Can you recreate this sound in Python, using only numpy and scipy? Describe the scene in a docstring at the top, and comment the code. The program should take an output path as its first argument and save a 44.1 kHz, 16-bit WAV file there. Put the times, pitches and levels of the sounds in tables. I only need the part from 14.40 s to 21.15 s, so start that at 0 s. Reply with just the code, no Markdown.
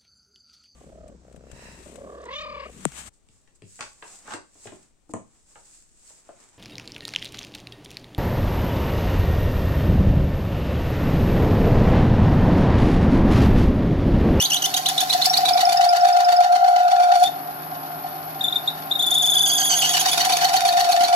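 """A small lathe, close up, turns a hardened steel part in two passes over the hum and whine of its drive.
First the part's high spots rasp and chirp on the tool tip, once a turn. The cut deepens, single bites
knock the tool post, then it breaks into chatter until the tool is drawn back near 3 s, leaving the drive.
From 4 s the tip grazes the steel again and sticks and slips in one long, sinking squeal. Near 5.6 s
this breaks up into short squeals, while rasp and chatter build once more."""
import sys
import numpy as np
from scipy import signal
from scipy.fft import rfft, irfft, next_fast_len
from scipy.io import wavfile
from scipy.ndimage import uniform_filter1d

SR = 44100
rng = np.random.default_rng(int(sys.argv[2]) if len(sys.argv) > 2 else 0)


def unload_wav(signal):
    """Save mono or channel-first audio to the path in sys.argv[1] as 16-bit WAV at rate SR, clipped to [-1, 1]."""
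    wavfile.write(
        sys.argv[1],
        SR,
        np.round(np.clip(np.atleast_2d(signal).T, -1, 1) * 32767).astype(np.int16),
    )


N = 297671
TIME = np.arange(N) / SR
TURN_S, PASS_CHANGE_S = .1189, 3.5

# Workshop rumble. Each row: frequency in Hz, noise density in dB.
RUMBLE_SPECTRUM = [(15, -22), (35, -13), (55, -3), (90, -12), (200, -16), (1000, -70)]
# Stereo width of the noises. Each row: frequency in Hz, left-right likeness from 0 to 1.
STEREO_LIKENESS = [(30, 0.6), (150, 0.89), (300, 0.57), (700, 0.87), (1500, 0.15), (4000, 0.14),
                   (12000, 0.029)]
# Bearings and belt. Each row: frequency in Hz, noise density in dB.
BEARING_SPECTRUM = [(15, -55), (25, -56), (118, -13.5), (152, -10.5), (233, -17), (277, -10.5), (390, -9),
                    (519, -18), (756, -3), (972, -11.5), (1450, -11.5), (1960, -19), (4370, -28.5),
                    (5080, -24), (7590, -45.5), (10000, -29.5), (13000, -53), (22000, -120)]
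# Motor and gear tones. Each row: pitch in Hz, level in dB within the drive.
DRIVE_TONES = [(156.1, -6.5), (208, -23), (264, -17), (280.5, -8), (604, -7.5), (687, -6), (728, -10.5),
               (781, -4), (843, -6.5), (1054.5, -5.5), (1405, -3.5)]
# Sidebands of the motor supply's switching whine. Each entry: offset in multiples of the field rate.
WHINE_ORDERS = [-12, -11, -10, -9, -8, -7, -5, -4, -3, -1, 0, 1, 2, 3, 5, 6, 9]
# The same sidebands. Each entry: level in dB within the drive.
WHINE_DB = [-20, -20, -20, -15, -18, -15, -20, -14, -11, -12, -6.5, -15, -10, -8.5, -18, -18, -19]
WHINE_HZ, FIELD_HZ = 11922, 52
# The drive ducks under the chatter. Each row: chatter level in dB, drive level in dB.
DRIVE_DUCKING = [(-48, -42), (-33, -43), (-21.5, -45.5), (-16, -56)]

# The first cut deepens until the tool is drawn back. Each row: time in seconds, chatter level in dB,
# rasp level in dB, rasp tilt (higher is brighter).
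FIRST_CUT = [(0, -45, -35.5, 18), (0.3, -32.5, -29, 3.5), (0.85, -28.5, -24.5, 2.5), (1.15, -21, -29.5, -6),
             (1.33, -19, -28, -3.5), (1.55, -15, -30.5, -3.5), (2.4, -14.5, -38.5, -7),
             (2.72, -13, -35.5, -7), (2.83, -17, -23.5, 4.5), (2.97, -36.5, -78, -24.5)]
# The second cut deepens to the end. Each row reads as in the first cut.
SECOND_CUT = [(4.45, -39, -56, -12), (4.7, -37.5, -40, 14), (5.1, -35.5, -38, -2.5), (5.55, -30, -19.5, 2),
              (5.9, -24, -21, -1.5), (6.3, -19.5, -24, -1.5), (6.75, -18.5, -26, -4.5)]
# High spots in the first cut. Each row: place in turns, half width in turns, then boosts in dB for rasp,
# light chatter and deep chatter.
FIRST_SPOTS = [(.045, 0.045, 4, -1, 2), (.135, 0.065, 8.5, 1, -5), (.21, 0.063, 7.5, -6.5, 4),
               (.34, 0.027, 1, 6, 1.5), (.545, 0.024, 2, -0.5, -7), (.755, 0.068, -2.5, 7, 3.5),
               (.872, 0.038, 11, 3.5, 3.5), (.92, 0.029, 6, -1.5, 4)]
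# High spots in the second cut. Each row reads as in the first.
SECOND_SPOTS = [(.07, 0.04, -2.5, 3, 1), (.208, 0.027, 11, -18, -6), (.275, .045, 3, 1, -3),
                (.46, 0.097, -4.5, 3, 6), (.6, 0.057, 11, 5, 4), (.705, .06, 3.5, 3.5, 7),
                (.84, 0.06, 8.5, 2, 2), (.92, 0.029, 6.5, -1.5, 4)]
# Stereo spread of the cut. Each row: frequency in Hz, left over right in dB, left phase lead in radians.
CUT_BALANCE = [(1210, -2.5, 1.24), (2540, -2.5, 0), (2800, 5.5, -0.3), (3245, -1, 1.06), (3570, 7, 0.2),
               (3870, -3.5, -3), (3930, -4, 2.5), (4970, -0.5, 0), (5150, -4, -1.4), (5630, 3, -1.54),
               (6120, -7, -0.77), (6760, -1.5, -0.2), (7065, 3, 3.5), (7340, -1, 1.04), (9750, -3.5, 1),
               (10260, -7.5, -1.05), (11500, -.5, -0.9), (12700, -4, -1.5), (14000, -2, -1)]

# Single bites that jolt the tool post. Each row: start in seconds, peak level in dB.
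KNOCKS = [(.39, -28), (.511, -19), (.624, -14.5), (.745, -12), (.787, -21), (.865, -14.5), (.906, -16),
          (.985, -19), (1.026, -17.5), (1.071, -14.5), (1.103, -18), (1.148, -16.5), (1.186, -12),
          (1.223, -13), (1.269, -11.5), (1.304, -13), (5.534, -20.5), (5.657, -14), (5.782, -24),
          (5.864, -14.5), (5.901, -21), (6.022, -23), (6.141, -14)]
# The tool post's swing. Each row: time in seconds, pitch in Hz.
CHATTER_PITCH = [(.9, 723), (1.3, 704), (2.0, 714.5), (5.5, 714), (6.75, 701)]
LIGHT_CHATTER_DB, DEEP_CHATTER_DB = -17, -15  # crossfade from the light boosts to the deep ones
# Rubbing steel. Each row: frequency in Hz, EQ gain in dB.
RASP_SPECTRUM = [(560, -7.5), (950, 3), (1250, -6.5), (2000, -6), (2600, -7), (3150, -6), (3900, -7.5),
                 (4500, -3), (5300, -5), (6300, -8.5), (7400, -9), (8400, -16), (10200, -9), (11000, -11),
                 (13500, -8.5), (15900, -16)]
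# Resonances of tool and part. Each row: frequency in Hz, width in Hz, relative level in dB.
TOOL_MODES = [(1443, 300, -4), (2630, 48, 0), (2959, 43, -5.5), (3738, 25.7, -0.5), (4365, 150, -6.5),
              (6110, 33, -20), (6930, 40, -37), (9980, 170, -3.5)]

# The tip just grazes the steel. Each row: start in seconds, length in seconds, pitch in Hz, level in dB.
GRAZES = [(0.897, 0.0074, 5550, -14.5), (0.906, 0.011, 5484, -24), (2.83, 0.035, 3505, -29),
          (2.859, 0.02, 3564, -22.5), (4.01, 0.0074, 3646, -17.5), (4.04, 0.017, 3550, -17.5),
          (4.082, 0.0074, 3600, -16.5), (4.125, 0.0083, 3630, -18), (4.158, .013, 3620, -15),
          (4.276, 0.012, 3655, -15), (4.512, 0.015, 3647, -16), (4.554, 0.01, 3655, -18),
          (4.592, 0.022, 3540, -17.5), (4.624, 0.024, 3536, -18), (4.665, 0.021, 3510, -18.5)]
GRAZE_GLIDE, GRAZE_HALF_DB = .06, -29.5  # share of pitch; base half-order level
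# A high spot catches the tip, which chirps, mostly upward, as it tears free. Each row: start and length
# in seconds, pitch in Hz, level in dB, glide as a share of pitch, base half-order level in dB.
CHIRPS = [(0, 0.021, 3036, -20.5, 0.13, -9), (.024, 0.0059, 3454, -16.5, 0.052, -12.5),
          (0.034, 0.02, 3150, -22.5, -0.0087, -15), (0.054, 0.0078, 4150, -16, 0.26, -7),
          (.101, .011, 3193, -23, -0.18, -14), (0.118, .021, 3020, -20, 0.14, -12),
          (0.143, 0.0058, 3470, -15.5, 0.021, -13.5), (0.154, 0.012, 3096, -22.5, -0.053, -10),
          (0.167, 0.0072, 3650, -16, 0.27, -5), (.221, 0.0089, 3163, -20, .08, -11),
          (.239, 0.0182, 3050, -20, 0.1285, -15), (.258, 0.00603, 3557, -18, .15, -9.5),
          (0.339, .01, 3470, -17, 0.41, -9), (.364, 0.017, 3220, -22.5, .12, -11.5),
          (.459, .01, 3590, -15, 0.34, -14), (0.484, 0.015, 3446, -21, 0.21, -8.5),
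          (.579, .01, 3800, -13.5, 0.16, -15.5), (0.604, .015, 3460, -20, 0.15, -10),
          (0.7, .012, 3950, -13.5, .15, -16), (0.727, 0.01296, 3900, -17, .5, -8),
          (.819, .011, 4000, -13.5, 0.14, -24), (0.845, 0.0048, 3530, -20, .05, -14),
          (.855, .01, 4790, -14, 0.33, -5), (.938, .011, 4100, -14, 0.1, -16),
          (.97, 0.012, 4460, -13.5, 0.37, -14), (1.058, 0.007, 3910, -13.5, .1, -15),
          (1.086, .011, 4200, -18.5, 0.48, -9.5), (1.177, .007, 3950, -20, 0.18, -10.5),
          (1.208, .01, 4400, -18.5, .28, -7)]
# Spots that squeal once a turn. Each row: run start, run end and squeal length in seconds, first and last
# pitch in Hz, first and last level in dB, glide as a share of pitch, base half-order level in dB.
SQUEAL_RUNS = [(1.133, 1.55, 0.0066, 5330, 5165, -19, -17, .02, -32),
               (1.326, 1.98, 0.0084, 4550, 4490, -22.5, -33, .2, -6),
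               (1.608, 2.02, 0.0088, 5320, 5150, -27, -23.5, .03, -28),
               (5.595, 5.77, 0.025, 3334, 3480, -23, -21, .04, -8.5),
               (5.681, 6.7, 0.018, 3105, 3277, -23.5, -32.5, .08, -7.5),
               (5.812, 6.7, 0.0085, 4457, 4390, -16.5, -19, -.01, -24),
               (5.848, 6.03, 0.0084, 3400, 3230, -23, -28.5, -.25, -8.5)]
SHORT_SAG = 0.038  # chirps and runs droop at both ends by this share of pitch
# The longer the tip sticks, the lower and brighter it squeals. Each row: pitch in Hz, overtone gain in dB.
BRIGHTNESS = [(2900, 0), (3350, -1), (3500, -11.5), (3620, -20.5), (4000, -27), (4400, -12), (5400, -33)]
# The tool body favours some squeal overtones. Each row: frequency in Hz, gain in dB.
OVERTONE_EQ = [(5500, -5), (5900, -2), (6350, 5), (7000, 2.5), (7700, -7), (8500, -23), (9600, 0),
               (10200, 7.5), (11000, -16), (12800, -1), (14000, -4), (16000, -16), (22000, -40)]
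# The long squeal sinks as the cut deepens. Each row: time in seconds, centre pitch in Hz, level in dB,
# sag depth in Hz, sag on the part's high side in Hz.
LONG_SQUEAL = [(4.704, 3518, -20, 165, 30), (4.999, 3377, -20, 151, 50), (5.2, 3274, -19.5, 120, 89),
               (5.42, 3162, -19.5, 60.4, 204), (5.591, 3140, -23, 40, 219.4)]
SAGS_PER_TURN, SAG_TURN, HIGH_SIDE_TURN = 3, .275, .8
# Breaking up, it pumps more with the high spots. Each row: time in seconds, share of their boost.
SQUEAL_PUMPING = [(5.1, 0.054), (5.45, 0.59)]
# Partials of the long squeal. Each entry: a multiple of its pitch.
STICK_ORDERS = [.5, 1, 1.5, 2, 2.5, 3, 4]
# As it sags, every other slip weakens and half orders appear. Each row: pitch in Hz, grit level in dB,
# then the level of each partial in dB.
STICK_TIMBRE = [(3030, -9, -20.5, -1, -10.5, -7, -11, -16, -10),
                (3156, -14.5, -13, -2.5, -1.5, 1, -11.5, -21, -13),
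                (3310, -20, -18.5, -5.5, -18, -3.5, -37, 0, -13),
                (3362, -23.5, -32, 1, -19, -8.5, -48, -2.5, -9.5),
                (3570, -34.5, -45, 1.5, -33, -15, -47, -25, -26)]
# The tip rings on after a squeal. Each row: frequency in Hz, width in Hz, gain in dB.
TIP_RINGS = [(3510, 55, -21), (4520, 141, -10), (5260, 86, -8)]


def from_db(db):
    """Decibels to gain."""
    return 10 ** (np.asarray(db) / 20)


def rms_one(x):
    """Scale to unit power."""
    return x / np.sqrt(np.mean(x ** 2) + 1e-20)


def along(rows, x):
    """Read a table's other columns where its first column equals x."""
    first, *columns = np.transpose(rows)
    return [np.interp(x, first, c) for c in columns]


def at_hz(points, hz):
    """Read a spectrum on a log-frequency axis."""
    f, value = np.transpose(points)
    return np.interp(np.log(np.maximum(hz, 1)), np.log(f), value)


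def drift(rate):
    """A smooth random modulator of spread 1 that moves about rate times a second."""
    count = 8192 if rate < 100 else 65536
    hz = np.fft.rfftfreq(count, N / SR / count)
    slow = rms_one(irfft(rfft(rng.standard_normal(count)) / (1 + (hz / rate) ** 4)))
    return np.interp(TIME, np.linspace(0, N / SR, count), slow)


def angle_of(hz):
    """Running phase of a moving pitch."""
    return 2 * np.pi * np.cumsum(hz) / SR


def resonate(x, hz, width_hz):
    """One resonance, gain 1 at its peak."""
    r = np.exp(-np.pi * width_hz / SR)
    feedback = [1, -2 * r * np.cos(2 * np.pi * hz / SR), r * r]
    return signal.lfilter((1 - r * r) / 2 * np.array([1, 0, -1]), feedback, x)


def pass_filter(x, kind, hz, order=2):
    """A gentle low-pass or high-pass."""
    return signal.sosfilt(signal.butter(order, hz, kind, fs=SR, output="sos"), x)


def colour(pair, spectrum):
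    """EQ two signals as mid and side: stereo of unit power, narrow in the bass and wide on top."""
    size = next_fast_len(N + 1, True)
    hz = np.fft.rfftfreq(size, 1 / SR)
    mid, side = rfft(pair, size) * from_db(at_hz(spectrum, hz))
    alike = np.clip(at_hz(STEREO_LIKENESS, hz), -1, 1)
    stereo = np.sqrt(1 + alike) * mid + np.sqrt(1 - alike) * side * [[1], [-1]]
    return rms_one(irfft(stereo, size)[:, :N])


def pan(x, left_db):
    """Set the left side left_db above the right."""
    return x * from_db([[left_db / 2], [-left_db / 2]])


def reflections(x, t60, gap_s):
    """A dense, dying cloud of echoes, different at each ear."""
    t = np.arange(int(t60 * SR)) / SR
    cloud = rng.standard_normal((2, len(t))) * from_db(-60 * t / t60) * (t > gap_s)
    cloud /= np.sqrt(np.sum(cloud ** 2, axis=1, keepdims=True))
    return signal.fftconvolve(np.broadcast_to(x, (2, N)), cloud, axes=1)[:, :N]


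def rumble(level_db):
    """The workshop's steady bed of low noise."""
    return from_db(level_db) * colour(rng.standard_normal((2, N)), RUMBLE_SPECTRUM)


def drive(level_db, noise_db=5.0, hiss_db=2.5, waver_db=1.7):
    """Wavering motor and gear tones over bearing noise, topped by the whine of the supply."""
    hum = whine = 0
    for hz, db in DRIVE_TONES:
        gain = from_db(db + waver_db * drift(4.1))
        hum += gain * np.sin(angle_of(hz * (1 + 0.001464 * drift(5.2))))
    for order, db in zip(WHINE_ORDERS, WHINE_DB):
        angle = angle_of(WHINE_HZ + order * FIELD_HZ + 1.2 * drift(10.4))
        whine += from_db(db) * np.sin(angle + rng.uniform(0, 2 * np.pi, (2, 1)))
    hiss = rms_one(resonate(resonate(rng.standard_normal((2, N)), 11980, 480), 11580, 860))
    bearings = colour(rng.standard_normal((2, N)), BEARING_SPECTRUM)
    sound = np.sqrt(2) * (hum + whine) + from_db(hiss_db) * hiss + from_db(noise_db) * bearings
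    return pan(sound, 1.6) * from_db(level_db)


def high_spots(spots, valley_db=-6.5):
    """Boosts in dB for rasp, light chatter and deep chatter as each high spot hits the tip, once a turn."""
    place, width, rasp_db, light_db, deep_db = np.transpose(spots)
    turn = np.linspace(0, 1, 512)
    past = ((turn[:, None] - place + .5) % 1 - .5) / width
    contact = np.exp(-(past / np.where(past < 0, 0.66, 1.23)) ** 2)  # steep attack, long tail
    boosts = valley_db + contact @ rasp_db, contact @ light_db, contact @ deep_db
    return np.array([np.interp(TIME / TURN_S % 1, turn, db) for db in boosts])


def knocks(pitch_hz=742.3, rise_s=0.0064, decay_s=0.012):
    """Each jolt takes a few cycles to set the tool post swinging, then dies away."""
    out = np.zeros(N)
    for start, db in KNOCKS:
        age = np.maximum(TIME - start, 0)
        envelope = np.exp(-age / decay_s) * (1 - np.exp(-(age / rise_s) ** 2))
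        hz = pitch_hz * (1 + 0.01 * rng.standard_normal())
        out += from_db(db) * envelope / envelope.max() * np.sin(2 * np.pi * hz * age)
    return pan(out, 2.4)


def chatter(level_db, swing_db, bite_db, ripples_per_turn=7, beat_turn=.07):
    """Light bites ring the post; in a deep cut it swings by itself and beats with the part's ripples."""
    angle = angle_of(along(CHATTER_PITCH, TIME)[0]) + .62 * drift(15)
    ripple = 2 * np.pi * ripples_per_turn * (TIME / TURN_S - beat_turn) + .4 * drift(5)
    main = np.sin(angle) * from_db(1.9 * drift(16) - .7)
    main += from_db(-18.5) * np.sin(2 * angle + 1.4 * drift(80))
    # the post's second mode radiates from another side
    partner = from_db(-12.5 + 3 * drift(12)) * np.sin(angle + ripple + [[.8], [-.8]])
    swing = np.sqrt(2) * (pan(main, 1.2) + pan(partner, 3.1))
    force = (rng.standard_normal(N) + .5 * rng.standard_normal((2, N))) * from_db(bite_db)
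    ring = rms_one(resonate(resonate(force, 715, 22) - resonate(force, 775, 22), 755, 150))
    ring_mix = np.clip((-11 - level_db) / 15, .35, .9)
    # the heavy post takes a few cycles to follow the force
    envelope = uniform_filter1d(from_db(level_db + swing_db), round(.005 * SR))
    return envelope * (np.sqrt(1 - ring_mix ** 2) * swing + ring_mix * ring)


def rasp(level_db, tilt, grain_db=2.0, crumble_db=1.5, flicker_db=1.0, slip_hz=2122):
    """The chip tears off in tiny slips, part random, part stumbling rhythm, that ring tool and part."""
    angle = angle_of(slip_hz * np.exp(.12 * drift(45) + .025 * drift(600)))
    screech = rms_one(sum(np.sin(k * angle / 2) for k in range(2, 10)))
    slips = .5 * rng.standard_normal((2, N)) + screech * [[.65], [0]]
    slips += .55 * reflections(screech, t60=.035, gap_s=0)
    slips *= from_db(grain_db * drift(1040) + crumble_db * drift(200) + flicker_db * drift(21))
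    slips += sum(2 * from_db(db) * resonate(slips, hz, width) for hz, width, db in TOOL_MODES)
    rub = pass_filter(colour(slips, RASP_SPECTRUM), "high", 250)  # the rasp carries no bass
    body = pass_filter(rub, "low", 2800, order=1)
    # a deeper cut sounds duller
    return from_db(level_db) * (body * from_db(-1.4 * tilt) + (rub - body) * from_db(0.3 * tilt))


def squeal_notes():
    """Cue list of grazes, chirps and runs: start, length, pitch, level, glide, sag, half-order level."""
    notes = [(s, length, hz, db, GRAZE_GLIDE, 0, GRAZE_HALF_DB) for s, length, hz, db in GRAZES]
    notes += [(s, length, hz, db, glide, SHORT_SAG, half) for s, length, hz, db, glide, half in CHIRPS]
    for first, until, length, first_hz, last_hz, first_db, last_db, glide, half_db in SQUEAL_RUNS:
        starts = np.arange(first, until, TURN_S)
        steps = np.linspace((first_hz, first_db), (last_hz, last_db), len(starts))
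        notes += [(s, length, hz, db, glide, SHORT_SAG, half_db) for s, (hz, db) in zip(starts, steps)]
    return notes


def short_squeals(bite_db, edge_s=0.004, jitter=0.0365, wobble=0.019, shimmer_db=4.0, fray=0.033):
    """Stick-slip at the tip's own pitch; a harder bite adds grit and makes every other slip uneven."""
    gate, points = np.zeros(N), []
    for start, length, middle_hz, db, glide, sag, half_db in squeal_notes():
        gate += np.clip(.5 + np.minimum(TIME - start, start + length - TIME) / edge_s, 0, 1)
        bright_db = at_hz(BRIGHTNESS, middle_hz)
        for share in np.linspace(.04, .96, 7):
            hz = middle_hz * (1 + glide * (share - .5) - sag * (2 * share - 1) ** 2)
            points.append((start + share * length, hz, middle_hz - hz, db, bright_db, half_db))
    hz, sag_hz, level_db, bright_db, half_db = along(sorted(points), TIME)
    rough = np.clip(from_db(half_db), 0, 1)
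    # the tone opens up where the pitch sags
    bright_db = np.minimum(bright_db + 10 * (np.clip(sag_hz / 160, 0, 1) - .5), 1)
    angle = angle_of(hz * (1 + wobble * drift(154.6) + jitter * rough * drift(542)))
    wave = np.sin(angle)
    for k in range(2, 5):
        gain = from_db(bright_db + at_hz(OVERTONE_EQ, k * hz)) * (k * hz < SR / 2)
        wave += gain * np.sin(k * (angle + fray * drift(370)))
    uneven = angle / 2 + 0.41 * drift(120)
    half_orders = sum(gain * np.sin(k * angle + uneven) for k, gain in enumerate((0.62, 0.5, 0.13), 1))
    grit = 0.56 * pass_filter(rng.standard_normal(N), "high", 2600)
    wave += from_db(np.minimum(half_db + bite_db - 3, -2)) * (half_orders + grit)
    level_db += shimmer_db * np.sqrt(rough) * drift(220)
    return np.sqrt(2) * np.minimum(gate, 1) * from_db(level_db) * wave


def long_squeal(bite_db, dip_db=7, edge_s=0.0042, wander_hz=22, jitter_hz=190, shimmer_db=2.8, fray=0.11):
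    """Unbroken stick-slip: the pitch follows the load around the turn, and the timbre follows the pitch."""
    middle_hz, level_db, sag_hz, high_side_hz = along(LONG_SQUEAL, TIME)
    turn = TIME / TURN_S
    load = 2 * np.pi * SAGS_PER_TURN * (turn - SAG_TURN)
    hz = middle_hz - sag_hz * (np.cos(load) + 0.18 * np.cos(2 * load))  # round arcs between sharp dips
    hz -= high_side_hz * np.cos(2 * np.pi * (turn - HIGH_SIDE_TURN))
    hz += wander_hz * drift(40.3)
    grit_db, *orders_db = along(STICK_TIMBRE, hz)
    angle = angle_of(hz + jitter_hz * from_db(grit_db / 2) * drift(434))
    wave = sum(from_db(db + shimmer_db * drift(107)) * np.sin(k * (angle + fray * drift(280)))
               for k, db in zip(STICK_ORDERS, orders_db))
    wave += from_db(grit_db) * resonate(rng.standard_normal(N), 5100, 7000)
    gate = np.clip(np.minimum(TIME - LONG_SQUEAL[0][0], LONG_SQUEAL[-1][0] - TIME) / edge_s, 0, 1)
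    # it swells on the high spots, thins between them and chokes briefly in each dip
    pump_db = along(SQUEAL_PUMPING, TIME)[0] * bite_db
    choke_db = dip_db * sag_hz / sag_hz.max() * np.maximum(np.cos(load), 0) ** 6
    return np.sqrt(2) * gate * from_db(level_db + pump_db - choke_db) * wave


def radiate(x):
    """Each pitch leaves the tool in its own direction."""
    size = next_fast_len(N + 1, True)
    left_db, lead = along(CUT_BALANCE, np.fft.rfftfreq(size, 1 / SR))
    left_gain = from_db(left_db / 2) * np.exp(.5j * lead)
    return irfft(rfft(x, size) * np.array([left_gain, 1 / left_gain]), size)[:, :N]


def scene(left_lag_s=.000265):
    """The mix: the turning part modulates the cut; machine bed and workshop reflect it."""
    chatter_db, rasp_db, tilt = along(FIRST_CUT + SECOND_CUT, TIME)
    boosts = np.where(TIME < PASS_CHANGE_S, high_spots(FIRST_SPOTS), high_spots(SECOND_SPOTS))
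    bite_db, light_db, deep_db = boosts
    depth = np.interp(chatter_db, [LIGHT_CHATTER_DB, DEEP_CHATTER_DB], [0, 1])
    swing_db = light_db + (deep_db - light_db) * depth
    rub = rasp(rasp_db + bite_db, tilt)
    tip = short_squeals(bite_db) + long_squeal(bite_db)
    tip += sum(from_db(db) * resonate(tip, hz, width) for hz, width, db in TIP_RINGS)
    post = chatter(chatter_db, swing_db, bite_db) + knocks()
    tip = tip + .2 * reflections(tip, t60=.04, gap_s=.0005)  # off the machine bed
    cutting = radiate(rub + from_db(-1.0) * tip)
    cutting = .5 * np.tanh(cutting / .5)  # the tip can swing only so far before it leaves the steel
    workshop = 0.36 * reflections(cutting + post / 3, t60=.22, gap_s=.004)
    motor = drive(along(DRIVE_DUCKING, chatter_db)[0])
    left, right = cutting + post + workshop + motor + rumble(level_db=-62.5)
    late_left = np.interp(np.arange(N) - round(left_lag_s * SR), np.arange(N), left)
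    return np.array([late_left, right])


def record(dry, cutoff_hz=16000):
    """A steep low-pass takes off the very top."""
    return signal.sosfilt(signal.ellip(12, .1, 90, cutoff_hz, fs=SR, output="sos"), dry)


dry = scene()
out = record(dry)
unload_wav(out)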